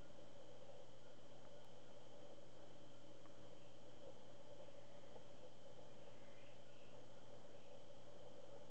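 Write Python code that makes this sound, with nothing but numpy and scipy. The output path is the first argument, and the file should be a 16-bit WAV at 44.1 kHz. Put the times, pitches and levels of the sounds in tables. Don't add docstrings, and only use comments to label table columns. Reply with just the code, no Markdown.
import sys
import numpy as np
from scipy import signal
from scipy.fft import rfft, irfft
from scipy.io import wavfile
from scipy.ndimage import uniform_filter1d

SR = 44100
rng = np.random.default_rng(int(sys.argv[2]) if len(sys.argv) > 2 else 0)


def master(y):
    cut = np.clip(np.atleast_2d(y).T, -1, 1)
    pcm = np.round(cut * 32767)
    wavfile.write(sys.argv[1], SR, pcm.astype(np.int16))


N = 383669
TIME = np.arange(N) / SR
FREQS = np.fft.rfftfreq(N, 1 / SR)


def gain_of(db):
    return 10 ** (np.asarray(db) / 20)


def noise(gain):
    shaped = irfft(rfft(rng.standard_normal(N)) * gain, N)
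    return shaped / np.sqrt(np.mean(shaped ** 2) + 1e-30)


def coloured(points):
    hz, db = np.transpose(points)
    return noise(gain_of(np.interp(np.log(FREQS + 1), np.log(hz), db)))


def ringing(hz, width):
    return noise(1 / (1 + ((FREQS - hz) / (0.69 * width)) ** 2))


def wander(rate_hz):
    return noise((FREQS > 0) / (1 + (FREQS / rate_hz) ** 4))


def steadied(x, seconds):
    size = max(int(seconds * SR), 8)
    power = uniform_filter1d(uniform_filter1d(x ** 2, size), size)
    return x / np.sqrt(power + 1e-20)


def low_passed(x, hz):
    taps = signal.firwin(511, hz, window=("kaiser", 9), fs=SR)
    return signal.oaconvolve(x, taps[None], "same")


def clicks(spike_s=.00005, body_db=-1, body_s=.0008, body_hz=800):
    # t/s, spike level/dB
    spikes = [(1.647, -55.5), (7.647, -68)]
    out, t = np.zeros(N), np.arange(256) / SR
    body = gain_of(body_db) * np.exp(-t / body_s) * np.cos(2 * np.pi * body_hz * t)
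    for s, db in spikes:
        out[round(s * SR):][:len(t)] += gain_of(db) * (np.exp(-t / spike_s) + body)
    return out


def hum(waver_rad=0.17):
    # f/Hz, rms level/dB
    tones = [(60, -80.5), (120, -74.5), (180.2, -83), (240.3, -86), (271.5, -84), (2419, -101),
             (3560, -103), (4300, -104), (5335, -104), (6666.7, -95.5)]
    out = np.zeros(N)
    for hz, db in tones:
        phase = 2 * np.pi * (hz * TIME + rng.random()) + waver_rad * wander(2)
        out += np.sqrt(2) * gain_of(db) * np.sin(phase)
    return out


def whir(trim_db=0.5, flutter_db=1.5, peak_half_s=0.027):
    # f/Hz, width/Hz, base level/dB
    resonances = [(500.3, 38, -72.5), (569.8, 37.2, -68.5), (596.5, 40, -79), (688, 40, -85.5),
                  (771, 50, -84), (853, 55, -81)]
    # t/s, relative level/dB
    drift = [(0, -3), (.75, 1.5), (1.02, -5), (1.5, -1.5), (1.85, -2), (2.3, -1), (2.9, -3.5), (3.9, -2),
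             (4.6, 1.5), (5.5, -3), (6.3, -1), (6.8, -3), (7.5, 0), (8.7, 1)]
    # t/s, lift/dB
    peaks = [(.18, 5.5), (.58, 1), (.74, 4), (1.1, 6), (1.47, 6), (1.57, 5.5), (2.15, 3.5), (2.3, 9),
             (2.59, 5), (3.1, 5), (3.53, 4), (4.07, 9.5), (4.63, 3), (4.96, 3), (5.16, 8), (5.46, 7),
             (5.68, 6), (5.8, 6), (6.08, 5), (6.96, 5), (7.36, 2), (7.73, 5.5), (8.26, 4), (8.39, 3),
             (8.56, 6)]
    drift_db = np.interp(TIME, *np.transpose(drift))
    peaks_db = sum(lift * np.exp(-((TIME - s) / peak_half_s) ** 2) for s, lift in peaks)
    gain_db = trim_db + drift_db + peaks_db + flutter_db * wander(25)
    case = sum(gain_of(db) * ringing(hz, width) for hz, width, db in resonances)
    return case.std() * steadied(case, seconds=.1) * gain_of(gain_db)


def drone(hz=311.8, width_hz=20):
    # t/s, level/dB
    course = [(0, -74.5), (.4, -77), (.7, -86), (1.8, -83), (2.1, -74), (3.0, -75), (3.7, -74.5),
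              (4.5, -77.5), (5.3, -80), (7.8, -86), (8.7, -75)]
    level_db = np.interp(TIME, *np.transpose(course))
    return gain_of(level_db) * steadied(ringing(hz, width_hz), seconds=0.22)


def drips(rise_s=0.00036):
    # t/s, level/dB, pitch factor
    drops = [(1.451, -54, 1.1), (3.256, -49, 0.98), (3.265, -55, 0.94), (6.247, -58.5, 1.4)]
    # f/Hz, relative level/dB, t60/s
    leaf = [(1153, -1, 0.015), (1450, -6, 0.0046), (1820, -5.5, 0.011)]
    out, t = np.zeros(N), np.arange(2048) / SR
    attack = 1 - np.exp(-t / rise_s)
    for s, db, pitch in drops:
        tick = sum(gain_of(level - 60 * t / t60) * np.sin(2 * np.pi * (hz * pitch * t + rng.random()))
                   for hz, level, t60 in leaf)
        out[round(s * SR):][:len(t)] += gain_of(db) * tick * attack
    return out


def call(s, length, hz, width, db, rise_hz_per_s=0, echo_db=-12, echo_s=0.15):
    out = np.zeros(N)
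    span = abs(TIME - s) < .8
    t = TIME[span] - s
    lowpass = signal.butter(2, np.clip(width / 2, 5, 2000), fs=SR, output="sos")
    blur = signal.sosfilt(lowpass, rng.standard_normal(len(t)) + 1j * rng.standard_normal(len(t)))
    pitch = hz + rise_hz_per_s * np.clip(t, -length / 2, length / 2)
    tone = np.exp(2j * np.pi * np.cumsum(pitch) / SR)
    note = steadied((blur * tone).real, seconds=0.04)
    arch = np.cos(np.pi / 2 * np.clip(t / (0.81 * length), -1, 1)) ** 2
    echo = gain_of(echo_db) * np.exp(-abs(t) / echo_s) * (t > 0)
    out[span] = gain_of(db) * np.maximum(arch, echo) * note
    return out


def birds():
    # centre t/s, f/Hz, level/dB
    whistles = [(.03, 1414, -80), (1.09, 1420, -79), (1.6, 1453, -80), (1.88, 1420, -82), (2.98, 1380, -81),
                (3.38, 1410, -86), (6.71, 1437, -80), (6.87, 1437, -84), (7.18, 1425, -80)]
    # centre t/s, length/s, f/Hz, level/dB
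    pips = [(5.91, .07, 2390, -81), (6.343, .36, 2055, -80), (6.397, .08, 2410, -76.5),
            (7.68, .16, 2520, -83)]
    # centre t/s, length/s, level/dB
    rasps = [(.7, 0.35, -85), (3.657, 0.22, -82), (4.68, .18, -82), (5.37, 0.22, -85), (6.083, 0.26, -81.5),
             (6.472, .17, -74.5), (6.831, 0.3, -76.5), (7.63, .27, -81)]
    # centre t/s, length/s, f/Hz, width/Hz, level/dB
    smears = [(4.95, .62, 1983, 420, -81.5), (6.33, 0.65, 1880, 900, -79), (8.501, 0.29, 1336, 200, -80.5)]
    out = sum(call(s, length=0.14, hz=hz, width=38, db=db) for s, hz, db in whistles)
    out += sum(call(s, length, hz, width=86, db=db) for s, length, hz, db in pips)
    out += sum(call(s, length, hz=2717, width=390, db=db, rise_hz_per_s=720) for s, length, db in rasps)
    return out + sum(call(*row) for row in smears)


def insects(swell_db=0.3):
    # f/Hz, width/Hz, level/dB
    bands = [(3086, 110, -83), (3237, 150, -85.5), (3120, 360, -82)]
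    chorus = sum(gain_of(db) * ringing(hz, width) for hz, width, db in bands)
    return chorus * gain_of(swell_db * wander(2.1))


def rush(level_db=-69, swell_db=1.0):
    # f/Hz, relative level/dB
    spectrum = [(20, -13), (70, -6), (140, 2), (430, 0.5), (680, -2.5), (950, -7), (1350, -10.5),
                (1700, -14.5), (2500, -21), (4000, -37.5)]
    return gain_of(level_db + swell_db * wander(3)) * coloured(spectrum)


def scene():
    return (rush() + drone() + insects() + birds() + drips() + whir() + hum())[None]


def record(dry, hiss_db=-77, floor_db=-100, dc_offset=-.0037):
    # f/Hz, relative level/dB
    hiss = [(100, 1), (4000, 0.5), (6800, 0), (7500, -2), (8000, -5.5), (8400, -12), (8800, -30)]
    amplified = low_passed(dry + gain_of(hiss_db) * coloured(hiss), hz=8950)
    converter = gain_of(floor_db) * rng.standard_normal(N) + clicks()
    return low_passed(amplified + converter, hz=16000) + dc_offset


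dry = scene()
out = record(dry)
master(out)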